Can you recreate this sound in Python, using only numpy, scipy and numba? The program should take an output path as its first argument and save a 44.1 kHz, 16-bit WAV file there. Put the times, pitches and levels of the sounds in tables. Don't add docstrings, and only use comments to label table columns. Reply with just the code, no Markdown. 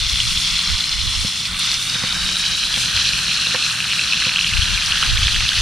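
import sys
import numpy as np
from scipy import signal
from scipy.fft import rfft, irfft
from scipy.io import wavfile
from scipy.ndimage import uniform_filter1d, map_coordinates
from numba import njit

SR = 44100
rng = np.random.default_rng(int(sys.argv[2]) if len(sys.argv) > 2 else 0)


def put_to_file(sound):
    columns = np.atleast_2d(sound).T
    safe = np.clip(columns, -1, 1)
    whole_steps = np.round(safe * 32767)
    wavfile.write(sys.argv[1], SR, whole_steps.astype(np.int16))


N = 247401

# time in seconds, large bubbles in dB, middling bubbles in dB, fine spray in dB.
BOIL_COURSE = [(0, -38.5, -22.5, -36), (.5, -37, -20.5, -36.5), (.98, -38, -25.5, -39),
               (1.26, -40, -21.5, -36.5), (1.44, -39.5, -23.5, -38), (1.6, -36.5, -21.5, -33.5),
               (1.69, -35, -19, -38), (1.82, -37, -20.5, -32.5), (1.96, -34.5, -22.5, -37.5),
               (2.5, -36, -20.5, -35.5), (2.8, -36.5, -22, -33.5), (2.95, -33.5, -20.5, -36),
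               (3.1, -35, -22, -36), (3.36, -36, -20.5, -37), (3.75, -36, -23, -37.5),
               (3.95, -35.5, -20, -37), (4.5, -35, -22, -38.5), (5.0, -32, -21, -37),
               (5.61, -35, -20.5, -37.5)]


def undb(db):
    return 10 ** (np.asarray(db) / 20)


def level(x, db):
    return x * undb(db) / np.sqrt(np.mean(x ** 2))


def curves(table):
    s, *columns = np.transpose(table)
    return [np.interp(np.arange(N) / SR, s, c) for c in columns]


def colour(x, points):
    hz, db = np.transpose(points)
    f = np.arange(N // 2 + 1) * SR / N + 1
    gain = undb(np.interp(np.log(f), np.log(hz), db, left=-120))
    return irfft(rfft(x) * gain, N)


def band(lo_hz, hi_hz):
    sos = signal.butter(3, [lo_hz, hi_hz], "bandpass", fs=SR, output="sos")
    return level(signal.sosfilt(sos, rng.standard_normal(N)), 0)


def walk(rate_hz):
    k = int(SR / rate_hz)
    steps = np.repeat(rng.standard_normal(N // k + 1), k)
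    w = uniform_filter1d(uniform_filter1d(steps, k), k)[:N]
    return w / w.std()


def sides(pan_db):
    return undb(np.array([pan_db, -pan_db]) / 2)


@njit
def bubbles(n, start, turn, ring_rad, size, tilt, glide):
    out = np.zeros((2, n))
    for k in range(len(start)):
        tau = ring_rad[k] / turn[k]
        z = size[k] * (np.e / 2 / tau) ** 2 + 0j
        p = np.exp(1j * turn[k] - 1 / tau)
        bend = np.exp(1j * glide * turn[k] / tau)
        for i in range(min(int(9 * tau), n - start[k])):
            v = i * i * z.imag
            out[0, start[k] + i] += v
            out[1, start[k] + i] += tilt[k] * v
            z, p = z * p, p * bend
    return out


def burst(s, hz, ring_rad, size, tilt, glide=0.0056):
    start = (s * SR).astype(np.int64)
    return bubbles(N, start, 2 * np.pi * hz / SR, 1. * ring_rad, 1. * size, tilt, glide)


def singles(s, db, hz, ring_rad):
    ring_rad = np.clip(ring_rad, 1, 16) + 0 * s
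    start = s - 2 * ring_rad / (2 * np.pi * hz)
    return burst(start, hz + 0 * s, ring_rad, undb(db), np.zeros(len(s)))[0]


def lull(start_s=1.466, fall_s=0.029, end_s=1.587, return_s=0.0041):
    corners = [start_s, start_s + fall_s, end_s, end_s + return_s]
    return np.interp(np.arange(N) / SR, corners, [0, 1, 1, 0])


def boil(wander_db=1.0, flicker_db=0.74, lull_db=-4, lull_fine_db=-3.5):
    large, middling, fine = curves(BOIL_COURSE)
    middling = middling + wander_db * walk(7.) + lull_db * lull()
    fine = fine + flicker_db * walk(7.07) + lull_fine_db * lull()
    return large, middling, fine


def sizzle(count=130000, spread_db=1.5, top_db=2.5, ring_rad=7.0, spatter_db=0.97, together_db=0.52,
           lull_deepest_hz=5770, lull_deeper_db=-5):
    large_db, middling_db, fine_db = boil()
    when, pitch, luck, length, place = rng.random((count, 5)).T
    hz = 500 + 15500 * pitch
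    at = (when * (N - 1)).astype(int)
    large = np.clip(np.log(2400 / hz) / np.log(1.3), 0, 1)
    fine = np.clip(np.log(hz / 5800) / np.log(1.3), 0, 1)
    together = together_db * walk(9.)

    def swell(db):
        return (db - db.mean() + together + spatter_db * walk(45.))[at]

    boil_db = large * swell(large_db) + fine * swell(fine_db) + (1 - large - fine) * swell(middling_db)
    nearness = np.exp(-(np.log(hz / lull_deepest_hz) / 0.23) ** 2)
    boil_db = boil_db + lull_deeper_db * lull()[at] * nearness
    size_db = np.minimum(-spread_db * np.log(luck + 1e-9), top_db) + boil_db
    size = np.sqrt(hz) * undb(size_db)
    return burst(at / SR, hz, ring_rad * (.5 + 1.16 * length ** 2), size, 2 * place - 1)


def bright(x, hz=5140, width_hz=220):
    # time in seconds, share of the band added.
    bright_course = [(0, 1), (1.4, 1), (1.75, .2), (2.25, 0.63), (2.75, 0.083), (5.61, .01)]
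    return x + curves(bright_course)[0] * signal.lfilter(*signal.iirpeak(hz, hz / width_hz, fs=SR), x)


def crackle(count=450, scatter=.15, spread_db=0.7, ring_rad=7.4):
    # time in seconds, middle pitch in Hz, base level in dB before each pop's own luck.
    crackle_course = [(0, 3600, -20), (1.0, 3800, -18), (2.5, 3780, -20), (3.5, 2520, -21),
                      (4.4, 2640, -17.5), (5.61, 2780, -19.5)]
    when, luck, length = rng.random((count, 3)).T
    hz, db = (c[(when * (N - 1)).astype(int)] for c in curves(crackle_course))
    s = .01 + when * (N / SR - .02)
    hz = hz * np.exp(scatter * rng.standard_normal(count))
    return singles(s, db - spread_db * np.log(luck + 0.12), hz, ring_rad * (.5 + length))


def ticks(count=900, hz=3200.0, scatter=0.33, tick_db=-23, spread_db=2.5, ring_rad=1.77):
    when, luck = rng.random((count, 2)).T
    boil_db = boil()[1][(when * (N - 1)).astype(int)] - curves(BOIL_COURSE)[1].mean()
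    db = tick_db + boil_db - spread_db * np.log(luck + 0.03)
    s = .01 + when * (N / SR - .02)
    return singles(s, db, hz * np.exp(scatter * rng.standard_normal(count)), ring_rad)


def pops():
    # peak time in seconds, peak of the direct sound in dB, pitch in Hz,
    # ring in radians per decay time.
    pop_rows = [(0.04, -10, 3890.0, 3.5), (0.0954, -10, 3640, 5.1), (0.1332, -10, 3600.0, 2.2),
                (0.1587, -5, 3600.0, 4.1), (0.2032, -3, 3070, 7.8), (0.254, -7, 3200.0, 3),
                (0.2738, -11, 3760, 3.1), (0.3752, -3, 3460.0, 3.8), (0.4057, -5, 4550.0, 2.6),
                (0.567, -6, 3540, 7.5), (0.591, -7, 4100.0, 10.5), (0.5944, -11.5, 3460.0, 4.1),
                (0.6753, -10.5, 4100, 10), (0.7008, -4, 3430, 2.2), (0.7185, -11, 3740.0, 2.6),
                (0.7642, -12, 4050.0, 10.5), (0.808, -8, 3540, 11), (0.8415, -7, 4000, 8),
                (0.8936, -5.5, 4940, 5.9), (1.0163, -15, 3600, 3), (1.1523, -10, 3940, 2.3),
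                (1.455, -5, 4200, 3.3), (1.6834, -14, 3600.0, 8.0), (1.6917, -11, 3460.0, 6.0),
                (1.7162, 0.5, 4050.0, 1.8), (1.7425, -7, 5340, 4.5), (1.899, -8, 4800, 6.6),
                (2.126, -5, 3950, 4.5), (2.264, -9, 3700, 5.9), (2.277, -15, 3330.0, 2.3),
                (2.2903, -8, 3330.0, 3.8), (2.331, -9, 3740.0, 6.3), (2.3575, -9, 3620, 3.8),
                (2.3685, -8, 3890.0, 10.5), (2.4528, -5, 4380.0, 2.0), (2.4624, -6, 3330.0, 3.2),
                (2.4656, -15, 3890.0, 10.5), (2.4808, -10, 3460.0, 4.5), (2.554, -13.5, 4000, 13.0),
                (2.63, -10, 3460.0, 2.0), (2.6374, -8, 3330.0, 2.5), (2.6527, -10, 4050.0, 10.5),
                (2.6631, -13.5, 4050.0, 7.1), (2.7417, -9.5, 3300, 10.5), (2.762, -4.5, 3350, 2.6),
                (2.859, -4, 3460.0, 2.2), (2.966, -2, 3740.0, 2.4), (2.9748, -5.5, 2530.0, 3.0),
                (3.043, -9, 3740.0, 2.0), (3.0722, -12, 4210.0, 11), (3.09, -3.5, 4020, 5.5),
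                (3.135, -9, 2630.0, 6.6), (3.19, -6, 2960.0, 3.0), (3.2818, -10, 3860, 5.2),
                (3.3121, -7, 3080.0, 3.0), (3.3175, -12.5, 2730.0, 2.7), (3.4148, -14, 3200.0, 3),
                (3.4708, -6.5, 3800, 13.0), (3.5603, -6, 2980, 3.8), (3.627, -11.5, 2670, 10.5),
                (3.8041, -5.5, 2730.0, 3.9), (3.843, -7, 2730.0, 2.6), (3.915, -8, 2960.0, 4.5),
                (3.9194, -9, 2840.0, 7), (3.9258, -9, 2840.0, 4.9), (3.9345, -6, 2250.0, 2.0),
                (3.9847, -6, 3200.0, 2.0), (3.9942, -6, 2580, 8.0), (4.013, -6, 4050.0, 2.0),
                (4.0191, -10, 2700, 8.0), (4.0393, -4, 3890.0, 2.4), (4.1247, -10.5, 2500, 13.0),
                (4.134, -7.5, 2630.0, 6.5), (4.1542, -10, 3600.0, 7.3), (4.22, -8, 2100.0, 2.8),
                (4.224, -18, 1620, 12), (4.252, -8.5, 2530.0, 4.9), (4.283, -11.5, 2840.0, 3.0),
                (4.2936, -5.5, 2420, 4.5), (4.3178, -8, 2630.0, 2.6), (4.3384, -11, 3460.0, 3.0),
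                (4.342, -9.5, 3200.0, 1.8), (4.3605, -3.5, 2700, 7), (4.372, -9, 3100, 13.0),
                (4.385, -4, 2730.0, 2.8), (4.3915, -2.5, 2700, 5.7), (4.4114, -4, 2900, 6.0),
                (4.4309, -13, 2730.0, 8.3), (4.446, -6.5, 3080, 11), (4.4657, -8, 2840.0, 4.5),
                (4.4705, -7, 3200.0, 2.6), (4.474, -5, 3600.0, 2.8), (4.5363, -6.5, 2730.0, 5.7),
                (4.5403, -11, 2730.0, 6.4), (4.57, -5, 2490, 4.5), (4.5765, -3, 3200.0, 2.0),
                (4.582, -9, 3600.0, 3.0), (4.6205, -5, 2960.0, 4.3), (4.6265, -10, 3040, 9.1),
                (4.7771, -7.5, 2400, 7.5), (4.782, -9, 4050.0, 4), (4.823, -13, 3080.0, 4.9),
                (4.829, -9, 3460.0, 2.6), (4.854, -10.5, 3200.0, 2.3), (4.8613, -6, 5150, 6.5),
                (4.8625, -14, 6100, 7.5), (4.9173, -10, 2530.0, 3.2), (4.9226, -4.5, 2830, 8.5),
                (4.9576, -13, 2940, 6.0), (4.973, -11, 3100, 10), (4.98, -11, 3440, 10.5),
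                (5.0271, -4, 3020, 6.9), (5.0294, -9, 1340, 4.5), (5.0361, -2, 2690.0, 3),
                (5.081, -13, 2530.0, 1.7), (5.173, -4, 3460.0, 7.2), (5.1798, -8, 2300.0, 5.5),
                (5.2322, -7, 3200, 10.5), (5.2708, -5, 3300.0, 6.5), (5.282, -4, 2250.0, 2.5),
                (5.2879, -6, 3460.0, 1.8), (5.297, -11, 3740.0, 2.0), (5.322, -10, 3080.0, 4.5),
                (5.3455, -9, 2820, 7.1), (5.3516, -9.5, 3330.0, 1.8), (5.356, -12, 3180, 9.1),
                (5.3624, -6, 2250.0, 2.9), (5.4066, -8.5, 2450, 5.7), (5.4832, -8, 4100, 3.2),
                (5.4909, 1, 3460.0, 6), (5.578, -4, 2630.0, 1.8)]
    return singles(*np.transpose(pop_rows))


def spits(hz=9900, ring_rad=5.2):
    # peak time in seconds, peak of the direct sound in dB.
    spit_rows = [(0.1286, -17), (0.2912, -26), (1.594, -10.5), (1.733, -20), (4.9846, -20), (5.1492, -23),
                 (5.489, -20)]
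    return singles(*np.transpose(spit_rows), hz, ring_rad)


def echoes(x, damp_hz=4320.0, far_hz=3600.0, far_width_hz=3700.0):
    # time in seconds, ground lag in ms, its share, further lag in ms, its share.
    echo_course = [(0, 0.86, .33, 1.43, 0.36), (.5, 0.87, .36, 1.46, 0.33), (.9, .9, .36, 1.45, 0.31),
                   (1.3, 0.89, .35, 1.46, 0.3), (1.7, 0.83, 0.33, 1.42, .3), (1.95, 0.8, .2, 1.35, 0.39),
                   (2.2, 0.72, 0.17, 1.31, 0.48), (2.5, .71, 0.16, 1.28, .4), (2.8, 0.63, 0.18, 1.2, 0.25),
                   (3.1, 0.68, 0.34, 1.225, .22), (3.5, .7, 0.32, 1.175, 0.18), (4.3, .68, 0.3, 1.19, 0.16),
                   (5.1, 0.63, 0.15, 1.22, 0.11), (5.61, 0.63, .21, 1.13, .1)]
    lag, share, lag_far, share_far = curves(echo_course)
    dull = signal.sosfilt(signal.butter(1, damp_hz, fs=SR, output="sos"), x)
    middle = signal.filtfilt(*signal.iirpeak(far_hz, far_hz / far_width_hz, fs=SR), x)

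    def late(v, ms):
        return map_coordinates(v, [np.arange(N) - ms * SR / 1000], order=3, mode="nearest")

    return x + share * late(dull, lag) + share_far * late(middle, lag_far)


def frying(rain_db=-21.0, scatter_db=-9.5):
    # frequency in Hz, filter gain in dB.
    fry_colour = [(350, -69), (600, -28), (1520, -8.5), (2190, -10.5), (2600, -4), (4060, -0.5), (4770, -7),
                  (5840, -8), (6700, -13), (7250, -18), (9490, -16.5), (11300, -29), (13800, -33.5),
                  (15000, -46)]
    # frequency in Hz, filter gain in dB.
    scatter_colour = [(350, -8), (600, -17.5), (1090, -11), (1400, -13), (1630, -8.5), (2820, -0.5),
                      (5180, -2), (9360, -4.5), (15000, -32.5)]
    # time in seconds, left minus right in dB.
    pan_course = [(0, 1), (1.5, 0), (4.4, 0.3), (5.61, 0)]
    rain, uneven = sizzle()
    rain = bright(level(colour(rain, fry_colour), rain_db))
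    near = echoes(rain + spits() + crackle() + ticks() + pops())
    scatter = level(colour(uneven, scatter_colour), rain_db + scatter_db)
    return near * sides(curves(pan_course)[0]) + scatter * np.array([[1], [-1]])


def wind(shared=0.59, flutter_db=4.0):
    # frequency in Hz, filter gain in dB.
    wind_colour = [(14, -11), (24, -0.5), (36, -5), (52, 0), (70, -6), (112, -8), (135, -21.5), (160, -37),
                   (500, -92)]
    # time in seconds, level in dB.
    breeze = [(0, -30), (1.3, -41.5), (2.2, -36.5), (3.1, -35.5), (3.7, -53), (4.35, -41), (4.6, -36),
              (5.61, -37)]
    # peak time in seconds, length in seconds,
    # left level in dB, right level in dB.
    gusts = [(0.093, 0.12, -46, -35), (0.289, 0.13, -47, -26), (0.722, 0.12, -48, -25.5),
             (1.035, 0.35, -35, -25.5), (1.217, 0.24, -30, -27), (1.527, 0.21, -41, -38),
             (2.973, 0.095, -25, -30), (4.548, 0.16, -17.5, -30), (4.628, 0.1, -20, -30),
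             (4.72, 0.33, -25.5, -47), (4.914, 0.29, -32.5, -33), (5.182, 0.37, -20.5, -18),
             (5.343, 0.1, -22, -37), (5.403, 0.21, -17.5, -22), (5.61, 0.17, -19, -22.5)]

    def puff():
        return level(colour(rng.standard_normal(N), wind_colour), 0) * undb(flutter_db * walk(18.))

    both, t = puff(), np.arange(N) / SR
    gain = undb(curves(breeze)[0]) * np.ones((2, 1))
    for s, length, *db in gusts:
        hump = np.cos(np.pi * np.clip((t - s) / length, -.5, .5)) ** 2
        gain = gain + undb(db)[:, None] * hump
    return np.array([g * level(shared * both + puff(), 0) for g in gain])


def distance(split_hz=480.0, field_db=-39.5, side_db=-11.5, flicker_db=1.2):
    # centre in Hz, width in Hz, level in dB.
    engine = [(118.6, 8, -44), (161.7, 5.8, -61), (181.8, 2.84, -48), (229.6, 4.8, -53)]
    # frequency in Hz, filter gain in dB.
    field = [(53, -0.5), (90, -9.5), (118, -21), (135, -5), (167, -2), (210, -9), (347, -19.5),
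             (900, -25.5), (1170, -31), (1980, -120)]
    # time in seconds, gain in dB.
    flames = [(0, -7), (1.5, -3), (2.5, 6), (4.0, 0), (5.61, 3.5)]
    drone = sum(undb(db) * band(hz - width / 2, hz + width / 2) for hz, width, db in engine)
    mid, side = (level(colour(rng.standard_normal(N), field), field_db) for _ in range(2))
    roar = mid + undb(side_db) * side * np.array([[1], [-1]])
    low = signal.sosfiltfilt(signal.butter(2, split_hz, fs=SR, output="sos"), roar)
    flicker = undb(flicker_db * walk(16.))
    return drone + flicker * (low + undb(curves(flames)[0]) * (roar - low))


def ring(modes, t, lasting=1):
    out = 0
    for hz, db, t60 in modes:
        out = out + undb(db) * np.sin(2 * np.pi * hz * t) * np.exp(-np.log(1000) * t / (lasting * t60))
    return out


def chopping(rise_s=0.0018, splinter_db=3.0, splinter_s=0.0059, thud_s=0.0029):
    # start in seconds, gain in dB, thud in dB,
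    # crack in dB, left minus right in dB, ring of the log as a share of its t60.
    blows = [(1.245, -29, 9.5, -8, -3, 0.64), (1.951, -35, 6, -1, -5, 1.1),
             (2.035, -26.5, 5, -2.5, -3, 0.95), (2.772, -32, 6, 5, -5, 0.86), (3.466, -35.5, 4, 7, -5, .9),
             (3.545, -18.5, -9, -1.5, -6, 0.93), (4.264, -28, 4.5, -4, -2.5, 1.26)]
    # frequency in Hz, relative level in dB, t60 in seconds before that share.
    log_modes = [(320, -26, 0.077), (396, -2, 0.03), (510, 0.5, 0.065), (730, -10, 0.059)]
    # frequency in Hz, relative level in dB, t60 in seconds.
    thud_modes = [(139, 5.5, 0.037), (190, 1.5, 0.053), (252, -11.5, 0.076)]
    # frequency in Hz, relative level in dB, t60 in seconds.
    crack_modes = [(1130, -7, 0.028), (1590, -1, 0.056), (2030, -8, 0.035)]
    out, t = np.zeros((2, N)), np.arange(SR // 4) / SR
    late = np.maximum(t - thud_s, 0)
    thud = ring(thud_modes, late) * (1 - np.exp(-late / rise_s))
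    fibres = band(750.0, 2700.0)
    for s, db, thud_db, crack_db, pan_db, lasting in blows:
        i = int(s * SR)
        body = ring(log_modes, t, lasting) * (1 - np.exp(-t / rise_s)) + undb(thud_db) * thud
        splinters = undb(splinter_db) * fibres[i:i + len(t)] * np.exp(-t / splinter_s)
        crack = ring(crack_modes, t) + splinters
        out[:, i:i + len(t)] += sides(pan_db)[:, None] * undb(db) * (body + undb(crack_db) * crack)
    return out


def scene():
    return frying() + wind() + distance() + chopping()


def record(dry, ceiling=.95, top_hz=15100):
    rounded = dry / (1 + (dry / ceiling) ** 4) ** .25
    return signal.sosfilt(signal.ellip(10, .2, 70, top_hz, fs=SR, output="sos"), rounded)


dry = scene()
out = record(dry)
put_to_file(out)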